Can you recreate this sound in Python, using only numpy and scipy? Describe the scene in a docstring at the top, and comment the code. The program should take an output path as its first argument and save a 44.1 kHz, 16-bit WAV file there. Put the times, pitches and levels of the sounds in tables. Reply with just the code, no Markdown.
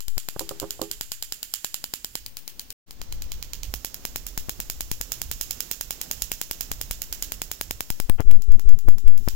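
"""Sharp electric cracks come first, about ten a second, from a small spark-gap coil on a table in a brick room.
A phone with two microphones hears them; each crack is a burst of close arrivals, and walls and room answer in noise.
Wooden knocks ring as a few fading tones; rumble and hiss are filtered noise, and the crack colour changes twice.
The left input is pushed about by the coil's field and at last swings up to its rail; the sound drops out once."""
import sys
import numpy as np
from scipy import signal
from scipy.fft import rfft, irfft, next_fast_len
from scipy.io import wavfile
from scipy.ndimage import uniform_filter1d, map_coordinates

SR = 44100
rng = np.random.default_rng(int(sys.argv[2]) if len(sys.argv) > 2 else 0)


def unload_audio(sound):
    """Save the sound as a 16-bit wav file, at the path given as the first command line argument."""
    columns = np.transpose(np.atleast_2d(sound))
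    # keep every value between -1 and 1, then stretch to whole-number steps
    steps = np.round(np.clip(columns, -1, 1) * 32767)
    wavfile.write(sys.argv[1], SR, steps.astype(np.int16))


N = 412335
TIME = np.arange(N) / SR  # s


def amp(db):
    """Turn dB into a plain gain."""
    return 10 ** (np.asarray(db) / 20)


def unit(x):
    """Bring each row to an average strength (rms) of 1."""
    return x / np.sqrt(np.mean(x ** 2, -1, keepdims=True) + 1e-20)


def curves(rows):
    """Join the points of each column after the time into a curve with one value per sample."""
    s, *columns = np.transpose(rows)
    return [np.interp(TIME, s, column) for column in columns]


def wobble(rate):
    """Draw a smooth random curve through `rate` random points a second."""
    points = rng.standard_normal(int(N * rate / SR) + 4)
    return map_coordinates(points, [TIME * rate])


def filtered(x, response):
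    """Make each pitch in x louder or softer by a gain that depends on frequency."""
    length = next_fast_len(N + 8192)
    gain = response(np.fft.rfftfreq(length, 1 / SR))
    return irfft(rfft(x, length) * gain, length)[..., :N]


def colour(table, axis):
    """Turn one dB column into a gain over frequency, with mean power 1 from 2.5 to 16 kHz."""
    rows = np.array(table)

    def gain(hz):
        return amp(np.interp(np.log(hz + 1), np.log(rows[:, 0]), rows[:, axis]))

    treble = np.sqrt(np.mean(gain(np.linspace(2500, 16000, 99)) ** 2))
    return lambda hz: gain(hz) / treble


def causal(response):
    """Turn a gain curve into a short filter that answers as early as it can (minimum phase)."""
    cepstrum = irfft(np.log(response(np.fft.rfftfreq(512, 1 / SR))))
    cepstrum[1:256] *= 2
    cepstrum[257:] = 0
    return irfft(np.exp(rfft(cepstrum)))[:256]


def ramp(start, length):
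    """Rise smoothly from 0 to 1 over `length` seconds."""
    return .5 - .5 * np.cos(np.pi * np.clip((TIME - start) / length, 0, 1))


# Background before its random swells: t/s, base rumble level/dB, base hiss level/dB
BACKGROUND = [(0, -59.5, -64), (.55, -52, -48), (1.1, -54, -59), (1.9, -59, -61), (2.35, -49.5, -56),
              (2.65, -52, -57), (2.95, -54.5, -56), (3.0, -45, -52), (3.15, -33, -51), (3.7, -38.5, -51),
              (3.85, -45, -52), (4.5, -41.5, -51), (5.3, -43.5, -51), (5.8, -43, -49), (6.8, -42, -49),
              (8.05, -45.5, -52), (8.25, -56, -70), (8.6, -63, -70), (9.15, -62, -64), (9.3, -37, -51)]


def rumble():
    """Lumpy noise, strongest at a few tens of Hz, mostly shared by both inputs and weaker on the left."""
    level_db, _ = curves(BACKGROUND)

    def low(hz):
        return (hz / 22) ** 2 / (1 + (hz / 22) ** 2) / (1 + (hz / 48) ** 3)

    shared, own = unit(filtered(rng.standard_normal((2, N)), low))
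    return amp(level_db + 3.8 * wobble(7)) * np.array([0.34 * shared + 0.083 * own, shared])


# Colour of the hiss: f/Hz, relative level/dB
HISS_COLOUR = [(60, -11), (150, -1), (400, -5.5), (1000, -13.5), (2500, -17), (6000, -14.5), (16000, -48)]


def hiss():
    """The room's faint hiss is coloured noise; a band around 250 Hz hums in and out of it."""
    _, level_db = curves(BACKGROUND)
    shape = colour(HISS_COLOUR, axis=1)
    noise = unit(filtered(rng.standard_normal((2, N)), lambda hz: (hz > 60) * shape(hz)))
    hum = unit(filtered(rng.standard_normal(N), lambda hz: np.exp(-((hz - 250) / 60) ** 2)))
    noise = noise + amp(-16 + 3.8 * wobble(2.98)) * hum
    swell_db = 1.5 * wobble(5)
    return amp(level_db + swell_db) * noise * amp([[-6], [0]])  # left, right


# Blows on wood: t/s, relative level/dB, freedom to ring [0-1]
BLOWS = [(0.3627, -20, .08), (.409, -23, 0.9), (0.51, -22, 0.7), (0.617, -25, 0.3), (.627, -19, 0.9),
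         (.64, -23.5, 0.4), (0.794, -26.5, 0.2), (.815, -19, 0.97)]
# Tones of the wood: f/Hz, usual relative level/dB, time to fall 60 dB when fully free/s
WOOD_TONES = [(180, -15, 0.19), (330, -5.5, 0.23), (406.4, -9.5, 0.31), (531, -2.5, 0.093),
              (747, -11, 0.094), (824, -21.5, 0.19), (978, -9.5, 0.054), (1176, -15, 0.1)]


def knocks():
    """A blow on wood sets fading tones ringing, with a soft puff of noise; it is louder on the right."""
    out, t = np.zeros(N + SR), np.arange(SR // 3) / SR
    for s, db, free in BLOWS:
        ring = np.zeros(len(t))
        for hz, level, t60 in WOOD_TONES:
            fade = amp(level + rng.normal(0, 1) - 60 * t / (t60 * free))
            waver = 0.61 * wobble(40)[:len(t)]  # radians; blurs the tone a little
            ring += fade * np.sin(2 * np.pi * hz * t + waver)
        soft = uniform_filter1d(uniform_filter1d(rng.standard_normal(len(t)), size=20), size=20)
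        puff_fade = .25 * amp(-60 * t / (.09 * free + .01)) + .8 * amp(-60 * t / .025)
        push = 1 - np.exp(-t / 0.00041)  # the blow takes a moment to build up
        start = round(s * SR)
        out[start:start + len(t)] += amp(db - 3.0) * (ring + unit(soft) * puff_fade) * push
    return out[:N] * amp([[-12], [0]])  # left, right


# Slow shifts of the left bias: start t/s, end t/s, shift [parts of full scale], edge length/s
SHIFTS = [(-.05, .08, -.025, .007), (.08, .171, -.1, .007), (2.99, 3.02, -.025, .02), (3.02, 3.35, .05, .1),
          (7.99, 8.047, -.13, .022), (8.15, 9.4, -.2, .025)]


def drift():
    """The resting bias wanders, and charge put on the input leaks away slowly."""
    leak_s = 1.6
    out = -.005 + 0.0039 * wobble(4.6)
    for start, end, depth, edge in SHIFTS:
        held = ramp(start, edge) * (1 - ramp(end, edge))
        out += depth * held * np.exp(-np.abs(TIME - start) / leak_s)
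    return out


# Spark-driven jumps: t/s, creep before and jump after [parts of full scale], recovery time/s
BIAS_JUMPS = [(.1725, -.07, -.02, .3), (4.378, 0, .07, .04), (4.487, -.1, 0, .01), (4.595, -.05, 0, .01),
              (4.916, 0, .11, .03), (5.008, -.05, 0, .01), (6.716, .07, -.04, .02), (6.913, -.04, 0, .01),
              (7.9045, 0, .14, .05), (8.0006, .07, -.12, .003), (8.0935, .1, 0, .002),
              (8.0988, -.04, .52, .07), (8.1995, -.28, .15, .02), (8.2047, .12, -.35, .004),
              (8.325, -.28, -.28, .007), (8.8815, 0, -.2, .002), (8.886, -.45, 0, .02),
              (9.2775, -.38, .09, .02)]


def jumps():
    """A spark throws the charge on the left input off; it creeps beforehand and recovers afterwards."""
    creep_s = .004
    out = np.zeros(N)
    for s, creep, jump, recovery in BIAS_JUMPS:
        before = TIME < s
        out += np.where(before, creep, jump) * np.exp(-np.abs(TIME - s) / np.where(before, creep_s, recovery))
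    return out


def sputter():
    """A short burst of dull noise sputters around the double jump at about 8.2 s."""
    noise = unit(filtered(rng.standard_normal(N), lambda hz: (hz < 3300) / (1 + hz / 500)))
    return .022 * noise * np.exp(-((TIME - 8.203) / .019) ** 4)


# Swings to the upper rail: start t/s, fall start t/s,
# height there and dip at the start [parts of full scale, before waver and flattening]
RAIL_SWINGS = [(8.261, 8.358, 1.05, .11), (8.491, 8.546, 1.05, .42), (8.662, 8.73, 1.1, .3),
               (8.862, 8.935, .7, .04), (9.051, 9.178, .48, .18)]


def swings():
    """The charge lifts the left input to its rail and lets it fall, with a rough tremor and late ripples."""
    rise_s, fall_s, top = .023, .039, 1.06

    def rough(hz):
        return (hz > 60) / (1 + (hz / 160) ** 2) / (1 + (hz / 800) ** 4)

    tremor = .011 * unit(filtered(rng.standard_normal(N), rough))  # the charge never moves smoothly
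    out = np.zeros(N)
    for start, end, last, dip in RAIL_SWINGS:
        held = ramp(start, rise_s) * (1 - ramp(end, fall_s))
        landed = TIME - end - fall_s
        height = np.interp(TIME, [start + rise_s, end], [top, last]) * (1 + .05 * wobble(55))
        out += height * held - dip * np.exp(-((TIME - start) / 0.0047) ** 2)
        edges = np.exp(-((TIME - start) / 0.023) ** 2) + np.exp(-(landed / 0.022) ** 2)
        out += tremor * (edges + 0.29 * held)
        out += .045 * wobble(110) * np.exp(-(landed / .014) ** 2)  # settling ripples
    return out


def bias():
    """The coil's field charges the left input: the pushes add up and flatten softly near the rail."""
    out = drift() + jumps()
    out = uniform_filter1d(uniform_filter1d(out, size=9), size=9)  # the input cannot jump at once
    out += sputter() + swings()
    return out / (1 + np.abs(out / 1.3) ** 12) ** (1 / 12)


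# The sparks: t/s, right crack energy level/dB, fatness of the arc = left low-pop energy level/dB
SPARK_LIST = [(.0049, -3.5, -32), (0.0822, -3, -23), (.18, 3, -6), (.287, 3, -4), (0.3942, 5, -7),
              (0.4918, -0.5, -31), (.599, 2, -34), (0.7068, 4, -28), (0.8161, 4, -14), (0.9134, 4.5, -17),
              (1.0104, 4, -7), (1.1183, 4, -12.5), (1.225, 3.5, -20), (1.3229, 4, -10), (1.4298, 1.5, -21),
              (1.5381, 8, -21), (1.6457, 6.5, -5), (1.7428, 6, -21), (1.8412, 2, -7), (1.9376, 4, -6),
              (2.0459, 1.5, -11), (2.154, 4.5, -7), (2.2624, -5.5, -20), (2.3697, -6.5, -24),
              (2.4779, -4.5, -18.5), (2.5952, -3, -18.5), (2.7043, -6.5, -21), (2.9086, -11, -27),
              (3.0157, -5, -18), (3.1244, -3.5, -16.5), (3.221, -3, -17), (3.3184, .5, -17),
              (3.426, 1.5, -18), (3.5335, 1.5, -22), (3.6326, 0.5, -22), (3.7394, 4, -2.5), (3.8471, 5, -6),
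              (3.9436, 0, -23), (4.052, 4.5, -4.5), (4.1596, 4, -4.5), (4.2664, 1.5, -28),
              (4.3766, 3.5, -6), (4.4942, 3.5, -6), (4.6019, 4, -12), (4.6994, 5, -11.5), (4.8073, 5, -9),
              (4.9147, 6, -8.5), (5.012, 6.5, -11), (5.1194, 7, -12), (5.2168, 7, -12.5), (5.314, 6, -9.5),
              (5.4112, 8.5, -14), (5.5085, 8.5, -20), (5.605, 8.5, -15.5), (5.713, 9, -11),
              (5.8105, 6, -11.5), (5.9073, 6, -10.5), (6.0139, 5, -18), (6.1123, 8, -9.5),
              (6.2209, 10, -15.5), (6.317, 7, -5.5), (6.4145, 6.5, -8), (6.5116, 6, -6.5),
              (6.6086, 7.5, -14.5), (6.7161, 4.5, -9), (6.8132, 5, -11), (6.9109, 6, -8), (7.0185, 6, -24),
              (7.1263, 6, -19), (7.2239, 7.5, -19), (7.3204, 4.5, -10), (7.4179, 3.5, -4.5),
              (7.515, 3.5, -9), (7.612, 4.5, -3), (7.7096, 4, -5), (7.8068, 3, -3.5), (7.903, 4, -5.5),
              (8.0008, 1, -10), (8.0975, -12, -4), (8.2046, -6.5, -17), (8.3127, -9.5, -12),
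              (8.4206, -8, -4), (8.5192, -12, -8), (8.5952, -7.5, -1), (8.6911, -9.5, -10),
              (8.7885, -8, -24), (8.886, -9, -19), (8.983, -9, -20), (9.0792, -14, -19), (9.177, -9, -36),
              (9.2855, 4, -11)]
# A usual spark at the left microphone: t/s, level/dB
LEFT_LEVEL = [(0, -15), (.1, -0.5), (2.2, 1), (2.7, 0.5), (2.9, -5.5), (3.6, -5), (4.5, 0), (5.5, 0),
              (6.3, 1), (7.1, 0), (8.1, 2), (8.2, -13), (8.31, -7.5), (9.2, -7), (9.3, -0.5)]
# When the phone changes place: t/s
MOVE_TIMES = [2.2, 3.7]
# Extra left crack for a fatter arc, one value per place [dB per dB of fatness]
FATNESS_LIFT = [0.067, 0.24, 0.31]


def spark_levels():
    """A fatter arc lifts the left crack and the pop; the pop is faint and fickle on the right."""
    s, right, fat = np.transpose(SPARK_LIST)
    extra = fat - -11  # dB above the usual fatness
    lift = np.array(FATNESS_LIFT)[np.searchsorted(MOVE_TIMES, s)]
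    left = np.interp(s, *np.transpose(LEFT_LEVEL)) + lift * extra
    pop_right = -18.5 + 0.27 * extra + 5.5 * rng.standard_normal(len(s))
    return np.transpose([s, left, right, fat, pop_right])


# Echoes from the walls: delay t/ms, spread/ms, left level/dB, right level/dB
WALL_ECHOES = [(10.86, 0.38, -4, 9), (19.9, 3.3, 0, 0.5), (33, 2.3, -26, -13)]


def wall_echoes(ms):
    """Sound back from a wall is smeared: its power rises fast and dies over its spread, left and right."""
    power = np.zeros((2, len(ms)))
    for delay, spread, *db in WALL_ECHOES:
        u = (ms - delay) / spread
        shape = np.exp(-np.abs(u) * np.where(u < 0, 2.5, 1))
        power += amp(db)[:, None] ** 2 * shape
    return power


# Spark colour in each of three places: f/Hz,
# then relative level/dB for crack left, crack right, room left, room right
NEAR_COLOUR = [(1510, -12.5, -19.5, -8, -7.5), (2200, -20.5, -33, -11.5, -14), (3010, 4, -22, -12, -7),
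               (4000, -4, -8.5, -10.5, -13), (4900, 7.5, -7.5, -8, -8.5), (5580, -24, -3.5, -10.5, -11.5),
               (6140, -1, -16, -21.5, -10), (7340, -13, 0.5, -12, -1.5), (7940, -5.5, -14.5, -8, -11),
               (9900, -5.5, -19, -19, -11), (11300, -3.5, -11.5, -3.5, -9), (12900, -3.5, -11, -16.5, -7.5),
               (13700, 2.5, -11.5, -10, -6.5), (15000, -1, -9.5, -2.5, -15)]
AWAY_COLOUR = [(1550, -55, -13.5, -12, -6), (2310, -14, -10, -14.5, -7.5), (2920, -27, -5.5, -14, -2),
               (3770, 6, -4.5, -17, -6.5), (4740, 22, 0, -15, -3.5), (5830, 1, -3, -21, -3.5),
               (6750, -38, 8, -24, -1), (7330, 0, 2, -20, -6), (7900, 6.5, -17, -17, -8),
               (9600, 8, -10, -11.5, -16), (11700, 12, -12, -19, -5.5), (12450, 8, -9, -12, -9),
               (13900, 14, -11, -10, -2.5), (15700, 9, 2, -6, -3)]
ABOVE_COLOUR = [(1560, -4.5, -16.5, -2, -2), (2260, 3.5, -52, -5, -9), (2740, 0.5, -12, -6, -2),
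                (4200, -5, -3.5, -8, -5), (4520, -6.5, -0.5, -1, -4.5), (5400, -2.5, 6, -8, 1.5),
                (6080, -12, -7, -19, -1), (6515, 1.5, 13, -17, 3), (7550, -8.5, -2, -1, 1),
                (8340, 4.5, -16.5, -4.5, -9.5), (9960, -1.5, -6.5, -2, -5), (11440, 7, 3.5, -0.5, -3),
                (14100, -5.5, 1.5, 1, 2), (15300, 6.5, 1.5, 3, 0.5)]
PLACES = (NEAR_COLOUR, AWAY_COLOUR, ABOVE_COLOUR)


def room():
    """Every spark starts wall echoes and a decay, played as coloured noise; the treble dies first."""
    ms = np.arange(SR // 3) * 1000 / SR
    s, right, _ = np.transpose(SPARK_LIST)
    # the room follows the crack level, but no lower than -13 dB on the right
    heard = [np.interp(s, *np.transpose(LEFT_LEVEL)), np.maximum(right, -13)]
    feed_db = [-41, -37] + np.transpose(heard) * [1.0, 1.05]
    feed = amp(np.transpose(feed_db)) ** 2
    linger = np.array([np.interp(TIME, s, row) for row in feed])  # steady sound between sparks
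    train = np.zeros((2, N))
    train[:, np.round(s * SR).astype(int)] = feed * amp(rng.normal(0, 1.2, len(s))) ** 2
    place = np.searchsorted(MOVE_TIMES, TIME)

    def lower(hz):
        return (hz < 8000) / (1 + (1700 / (hz + 1)) ** 4)

    def treble(hz):
        return hz >= 8000

    out = np.zeros((2, N))
    for t60, band in ((0.31, lower), (0.22, treble)):  # t60: seconds to fall 60 dB
        slow = amp(-60 * ms / 1000 / t60) ** 2
        quick = amp(7.5 - 60 * ms / 25) ** 2
        decay = (ms > 1.8) * (slow + quick) + wall_echoes(ms)
        power = np.abs(signal.fftconvolve(train, decay, axes=1)[:, :N]) + amp(-14) ** 2 * linger
        for k, table in enumerate(PLACES):
            noise = [filtered(rng.standard_normal(N), lambda hz: band(hz) * colour(table, axis=c)(hz))
                     for c in (3, 4)]
            out += (place == k) * np.sqrt(power) * noise
    return out


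# Paths of one crack, direct first, then base plate, table top and hand:
# delay t/ms, relative left strength, relative right strength
CRACK_PATHS = [(0, -1, 0), (.27, 0, .5), (.42, .3, -.15), (.75, -.08, .15), (1.0, .1, -.25),
               (1.36, -.2, -1), (1.55, .08, .35), (1.95, .06, .2)]


def cracks():
    """A spark's snap arrives by several short paths with a little scatter; a fat arc adds a low pop."""
    out, ms = np.zeros((2, N + SR)), np.arange(160) * 1000 / SR
    delay, *strength = np.transpose(CRACK_PATHS)
    arrivals = np.round(delay * SR / 1000).astype(int)
    # in each pair below: left, right
    begun = ms > np.array([[.05], [.27]])
    scatter = np.array([[.04], [.07]]) * begun * np.exp(-(ms / np.array([[1.6], [2.6]])) ** 2)
    filters = [[causal(colour(place, axis=c)) for c in (1, 2)] for place in PLACES]
    late = np.clip(ms - np.array([[0], [.3]]), 0, None)
    pop = -late * np.exp(-late / np.array([[.05], [.09]])) * (1 - late / np.array([[.5], [.4]]))
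    pop /= np.linalg.norm(pop, axis=1, keepdims=True)
    for s, *db in spark_levels():
        burst = scatter * rng.standard_normal(scatter.shape)
        burst[:, arrivals] += strength * amp(rng.normal(0, 1.5, len(CRACK_PATHS)))
        burst /= np.linalg.norm(burst, axis=1, keepdims=True)
        i = round(s * SR)
        for c, h in enumerate(filters[np.searchsorted(MOVE_TIMES, s)]):
            crack = amp(db[c]) * np.convolve(burst[c], h)
            out[c, i:i + len(crack)] += crack
            out[c, i:i + len(ms)] += amp(db[c + 2]) * pop[c]
    return out[:, :N]


# When the left input passes almost no sound: start t/s, end t/s
PINNED_SPANS = [(8.235, 8.256), (8.38, 8.86), (8.937, 9.045), (9.217, 9.257)]


def scene():
    """Add all sources; a pinned left input passes its sound 38 dB weaker, and its bias comes on top."""
    sound = rumble() + hiss() + knocks() + room() + cracks()
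    pinned = sum((TIME > start) & (TIME < end) for start, end in PINNED_SPANS)
    sound[0] *= amp(-38 * uniform_filter1d(1.0 * pinned, size=200))
    sound[0] += bias()
    return sound


# The dropout: start t/s, end t/s, fade-in length/s
DROPOUT = (2.729, 2.862, 0.025)


def record(dry):
    """Cut the sound out once and fade it back in, then remove what lies above about 16 kHz."""
    start, end, fade = DROPOUT
    fade_out = np.clip((start - TIME) / 0.0024, 0, 1)
    fade_in = np.clip((TIME - end) / fade, 0, 1)
    gate = np.where(TIME < end, fade_out, fade_in)
    return filtered(dry * gate, lambda hz: 1 / (1 + (hz / 16000) ** 200))


dry = scene()
out = record(dry)
unload_audio(out)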